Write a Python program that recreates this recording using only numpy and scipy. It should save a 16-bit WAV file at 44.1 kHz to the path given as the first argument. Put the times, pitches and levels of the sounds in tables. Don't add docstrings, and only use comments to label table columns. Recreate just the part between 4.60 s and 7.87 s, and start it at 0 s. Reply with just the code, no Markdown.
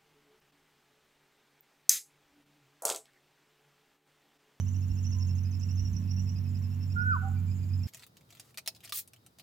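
import sys
import numpy as np
from scipy import signal
from scipy.io import wavfile

SR = 44100
rng = np.random.default_rng(int(sys.argv[2]) if len(sys.argv) > 2 else 0)


def volts(x):
    e = np.asarray(x, float) / 20
    return 10 ** e


def bounce(signal):
    frames = np.transpose(np.atleast_2d(signal))
    limited = np.clip(frames, -1, 1)
    pcm = np.round(limited * 32767).astype(np.int16)
    wavfile.write(sys.argv[1], SR, pcm)


N = 144207


def rms_one(x):
    return x / np.sqrt(np.mean(x ** 2) + 1e-20)


def seconds():
    return np.arange(N) / SR


def in_time(rows):
    s, *columns = np.transpose(rows)
    return [np.interp(seconds(), s, column) for column in columns]


def at_hz(points, hz):
    table = np.array(points)
    return np.interp(np.log(hz), np.log(table[:, 0]), table[:, 1])


def filtered(x, order, hz, kind):
    return signal.sosfilt(signal.butter(order, hz, kind, fs=SR, output="sos"), x)


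def drift(rate):
    pole = np.exp(-80 * np.pi * rate / SR)
    white = rng.standard_normal(N // 40 + 2002)
    slow = signal.lfilter([1], [1, -2 * pole, pole * pole], white)[2000:]
    return np.interp(np.arange(N) / 40, np.arange(len(slow)), rms_one(slow))


def sine(hz, start=None):
    if start is None:
        start = rng.uniform(0, 2 * np.pi)
    return np.sqrt(2) * np.cos(2 * np.pi * np.cumsum(hz) / SR + start)


def place(x, pan_db, lag_s):
    n = np.arange(N)
    left = np.interp(n - lag_s * SR, n, x)
    return np.array([left * volts(pan_db / 2), x * volts(-pan_db / 2)])


def wood(x, wet_db, t60, from_hz, echoes=()):
    t = np.arange(SR) / SR
    tail = rng.standard_normal((2, SR)) * volts(-60 * t / t60) * np.minimum(t / 0.0011, 1)
    tail = volts(wet_db) * tail / np.sqrt(np.sum(tail ** 2, axis=1, keepdims=True))
    for delay_s, left_db, right_db in echoes:
        tail[:, int(delay_s * SR)] += volts(np.array([left_db, right_db]))
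    tail = filtered(tail, 5, from_hz, "high")
    return x + signal.fftconvolve(x, tail, axes=1)[:, :N]


# start_s, pitch_hz (three times the crank cycle rate), level_db (of the main order)
IDLE = [(0.0, 47.05, -30.5), (0.21, 46.58, -28.5), (0.38, 46.47, -30.5), (0.45, 46.25, -29.5),
        (0.75, 45, -27), (0.82, 45.92, -28.5), (1.11, 46.2, -30.5), (1.19, 46.1, -27.5),
        (1.4, 47.12, -34.5), (1.5, 46.76, -28), (1.7, 46.76, -30.5), (2.43, 46.68, -31), (2.48, 46.5, -26),
        (2.56, 45.3, -31.5), (2.81, 46.29, -28), (3.05, 46.24, -32.5), (3.14, 46.92, -27.5),
        (3.27, 45.4, -34.5)]
# multiple_of_cycle_rate, level_db (under the main order), unsteadiness_db
ENGINE_ORDERS = [(2.98, -26.5, -0.5), (4, -33.5, 12), (5.05, -40.5, 6), (6.008, -1, 0.68),
                 (6.91, -24, -2.5), (8.86, -17, 1), (10.806, -24.5, 5), (12.014, -22, 4.5),
                 (12.99, -27, 4.5), (14.97, -20, 1.5), (15.96, -36, 2.5), (17.98, -33.5, 4.5),
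                 (21.03, -59.5, 10), (67.5, -45.5, -4)]


def engine():
    hz, effort_db = in_time(IDLE)
    out = np.zeros(N)
    for multiple, db, sway_db in ENGINE_ORDERS:
        order = round(multiple)
        is_main = order == 6
        follow_db = effort_db if is_main else effort_db.mean()
        gain = volts(db + sway_db * drift(6) + follow_db)
        out += gain * sine(hz * order / 3, 0 if is_main else None)
    return out


# frequency_hz, likeness (0 to 1)
LIKENESS = [(60, 0.67), (290, 0.37), (640, 0), (3000, 0), (15000, 0.017)]
# frequency_hz, left_minus_right_db
LEAN = [(60, -6.5), (200, 4.5), (400, -5.5), (700, 3.5), (2400, -1), (8000, -2), (15000, 1)]


def banded_noise(spectrum, low_hz, count, patchy_db):
    out = 0
    edges = low_hz * 2 ** (np.arange(count + 1) / 2)
    white = rng.standard_normal((2, 2, N + SR // 2))
    for k, (low, high) in enumerate(zip(edges, edges[1:])):
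        mid, side = filtered(white[k % 2], 2, [low, high], "band")[:, -N:]
        hz = np.sqrt(low * high)
        alike = np.clip(at_hz(LIKENESS, hz), -1, 1)
        lean = at_hz(LEAN, hz) / 2
        gain = volts(at_hz(spectrum, hz) + patchy_db * drift(2.7)) * volts(np.array([[lean], [-lean]]))
        out = out + gain * (np.sqrt(1 + alike) * mid + np.sqrt(1 - alike) * side * [[1], [-1]])
    return rms_one(out)


# frequency_hz, density_db (per Hz)
RUMBLE = [(15, -57), (25, -19), (37, -53), (65, 0), (97, 1.5), (141, -6.5), (233, -13.5), (325, -22.5),
          (700, -53.5), (910, -83), (1540, -120)]
# frequency_hz, density_db (per Hz)
AIR = [(500, 1.5), (1300, -1), (2600, -3), (4000, -10.5), (7000, -9.5), (8400, -28), (13000, -3.5),
       (15500, -9)]


def noise_floor():
    rumble = volts(-44) * banded_noise(RUMBLE, low_hz=24.2, count=9, patchy_db=1.4)
    air = volts(-61) * banded_noise(AIR, low_hz=540.5, count=10, patchy_db=.25)
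    return rumble + air


def cricket():
    chirp_every_s, pulse_every_s, pulse_s = .3175, .041, .027
    in_chirp_s = seconds() % chirp_every_s
    in_pulse_s = in_chirp_s % pulse_every_s
    pulse = np.sin(np.pi * np.clip(in_pulse_s / pulse_s, 0, 1)) ** .6
    gate = (in_chirp_s // pulse_every_s < 4) * pulse
    return volts(-72 + 2 * drift(9)) * gate * sine(7400 * (1 + .012 * drift(150)))


# start_s, level_db
BUZZ = [(0.0, -70), (0.03, -69.5), (0.7, -72), (0.86, -75), (0.96, -69.5), (1.41, -73), (1.56, -83),
        (1.61, -66), (1.85, -79), (1.89, -70.5), (2.49, -74), (2.66, -64.5), (2.85, -78), (2.91, -60.5),
        (3.22, -74), (3.27, -84)]


def buzz():
    centre_hz, width_hz, clicks_per_s = 7250, 1000, 3000
    clicks = (rng.random(N) < clicks_per_s / SR) * rng.standard_normal(N)
    swell_db = in_time(BUZZ)[0] + 4 * drift(25)
    ring = filtered(clicks, 2, [centre_hz - width_hz / 2, centre_hz + width_hz / 2], "band")
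    return volts(-3 + swell_db) * rms_one(ring)


# crest_s, crest_pitch_hz, lead_in_db, dip_db, crest_db
SYLLABLES = [(0.01, 6010, -58, -48, -47), (0.087, 6070, -60, -56, -47.5), (0.166, 5860, -57, -55, -51),
             (0.244, 5640, -61, -55.5, -57), (0.319, 5620, -60, -60, -55.5), (0.394, 5600, -57, -55, -51),
             (0.472, 5850, -54, -48, -44.5), (0.549, 5750, -54, -43.5, -48),
             (0.628, 5463, -52.5, -50, -43.5), (0.711, 5475, -52, -54, -50), (0.789, 5510, -54, -61, -51),
             (0.872, 5120, -55.5, -57, -55), (0.95, 5390, -53.5, -55, -51.5), (1.036, 5700, -56, -52, -46),
             (1.114, 5605, -67, -48, -46), (1.2, 5727, -55.5, -50.5, -44), (1.279, 5585, -60, -46.5, -48.5),
             (1.372, 5770, -54, -58, -44), (1.459, 5450, -60, -60, -82), (1.516, 5650, -55.5, -52, -41),
             (1.6, 5770, -48, -49, -45.5), (1.698, 5730, -58, -53, -45), (1.788, 5496, -64, -54, -54),
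             (1.882, 5180, -60.5, -61, -57), (1.974, 5600, -70, -54, -58.5), (2.065, 5430, -56, -55, -72),
             (2.147, 5675, -62, -60, -64), (2.238, 5436, -73, -58, -47.5), (2.327, 5477, -69, -54, -53.5),
             (2.422, 5480, -61, -63, -54), (2.55, 5120.0, -70, -60, -81), (2.801, 4794, -72, -63, -93),
             (2.918, 5074, -68, -69, -57.5), (3.039, 4930.0, -68, -70, -61), (3.141, 5100.0, -66, -65, -54),
             (3.241, 5430.0, -61, -70, -48.5)]
# start_s, top_pitch_hz, dip_pitch_hz, lead_up_stretch (ratio)
VOICE_REACH = [(0, 6830, 5660, 0.81), (.3, 6800, 5300, 0.92), (.55, 6870, 5430, 1.11),
               (.79, 6520, 5280, 0.89), (.87, 6140, 5045, 0.93), (1.03, 6080, 5260, 0.99),
               (1.2, 6400, 5317, 1.1), (1.28, 6000, 5560, 1.06), (1.37, 6180, 5130, 1),
               (1.51, 5720, 5160, 1.07), (1.6, 5780, 5398, 0.92), (1.79, 5700, 5040, 1.14),
               (1.97, 5620, 5104, 1.1), (2.06, 5675, 5280, 1.02), (2.24, 5410, 5350, 1.2),
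               (2.331, 5430, 5050, 0.95), (2.8, 5060, 4680, 1.3), (3.24, 5225, 4878, 1.22)]
SYLLABLE_S = [-.045, -.040, -.034, -.024, -.015, -.010, -.004, .004, .010]
FIRST_PATTERN_DB = [-25, -12, -12, 0, -1, -14, -3, -4, -25]


def twitter():
    t = seconds()
    out = np.zeros(N)
    wobble = 1 + .011 * drift(117)
    breath = rms_one(filtered(rng.standard_normal(N), 4, 550, "low"))
    rasp = 1 + .35 * drift(210) + .22 * breath
    reach_s, *reach = np.transpose(VOICE_REACH)
    for s, crest, lead_db, dip_db, crest_db in SYLLABLES:
        top, dip, stretch = (np.interp(s, reach_s, column) for column in reach)
        at = np.where(np.array(SYLLABLE_S) < 0, stretch, 1) * SYLLABLE_S
        span = (t > s + at[0]) & (t < s + at[-1])
        since_crest = t[span] - s
        pitches = [.98 * top, top, .97 * top, dip, dip, (dip + crest) / 2, crest, crest, .97 * crest]
        catch_db = (dip_db + crest_db) / 2 - 7
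        levels = [lead_db - 24, lead_db, lead_db - 0.5, dip_db - 4.5, dip_db,
                  catch_db, crest_db, crest_db - 1.0, crest_db - 27]
        hz = np.interp(since_crest, at, pitches)
        db = np.interp(since_crest, at, levels)
        first_db = np.interp(since_crest, at, FIRST_PATTERN_DB + 2 * rng.standard_normal(len(at)))
        turn = np.pi * np.cumsum(hz * wobble[span]) / SR
        out[span] += volts(db - 1.2) * rasp[span] * np.sin(2 * turn)
        out[span] += volts(-62 + 0.22 * (db + 52.0) + first_db) * np.sin(turn)
    return out


# delay_s, left_db, right_db
BUSH_ECHOES = [
    (.023, -10, -10),
]


def bird_in_bush():
    voice = place(twitter(), -8, 0.0003534)
    return wood(voice, wet_db=-6, t60=.17, from_hz=1960, echoes=BUSH_ECHOES)


# start_s, level_db, decay_s, top_hz
SNAPS = [
    (0.506, -52, .004, 3500),
    (1.4228, -42, .0007, 2500),
]


def snaps():
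    out, t = np.zeros(N), seconds()
    for s, db, decay_s, top_hz in SNAPS:
        burst = volts(db) * rng.standard_normal(N) * (t > s) * np.exp(-np.abs(t - s) / decay_s)
        out += filtered(burst + 1e-18, 2, [600, top_hz], "band")
    return out


def whistle(rows, lag_s):
    hz, db, pan_db = in_time(rows)
    t = seconds()
    sounding = (t > rows[0][0]) * (t < rows[-1][0])
    flutter = 1 + 0.061 * sine(189.6 + 25 * drift(17.6))
    return place(sine(hz) * volts(db) * sounding * flutter, pan_db, lag_s)


# start_s, pitch_hz, level_db, left_minus_right_db
FALL = [
    (2.350, 1430, -66, -9),
    (2.366, 1418, -36, -9),
    (2.415, 1456, -33, -8.5),
    (2.435, 1460, -39.5, -12),
    (2.465, 1495, -29.5, 0.5),
    (2.506, 1487, -27.5, -6),
    (2.525, 1374, -26.5, -0.5),
    (2.57, 973, -36.5, -1),
    (2.586, 925, -65, -10),
]
# delay_s, left_db, right_db
TRUNK_ECHOES = [
    (0.051, -21, -22),
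    (.11, -16.5, -31),
]


def falling_call():
    return wood(whistle(FALL, 0.000294), wet_db=-5.5, t60=0.57, from_hz=1470, echoes=TRUNK_ECHOES)


# start_s, pitch_hz, level_db, left_minus_right_db
LOW_NOTE = [
    (2.615, 762, -65, -6.5),
    (2.632, 761, -48.5, -3),
    (2.656, 781, -43.5, -6),
    (2.69, 774, -44, -6.5),
    (2.715, 770, -70, -6.5),
]


def low_note():
    return wood(whistle(LOW_NOTE, .0001), wet_db=-8, t60=0.27, from_hz=460)


def scene():
    motor = place(engine(), -6.5, .00036)
    insects = place(cricket(), 0, 0) + place(buzz(), -6, 0.000436)
    birds = bird_in_bush() + falling_call() + low_note()
    return motor + noise_floor() + insects + birds + snaps()


def band_limit(x):
    return signal.sosfilt(signal.butter(12, 15760, fs=SR, output="sos"), x)


def record(dry):
    droop = filtered(dry, 3, 15500, "low")
    finished = signal.sosfilt(signal.ellip(10, .5, 70, 15700, fs=SR, output="sos"), droop)
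    return band_limit(finished)


dry = scene()
out = record(dry)
bounce(out)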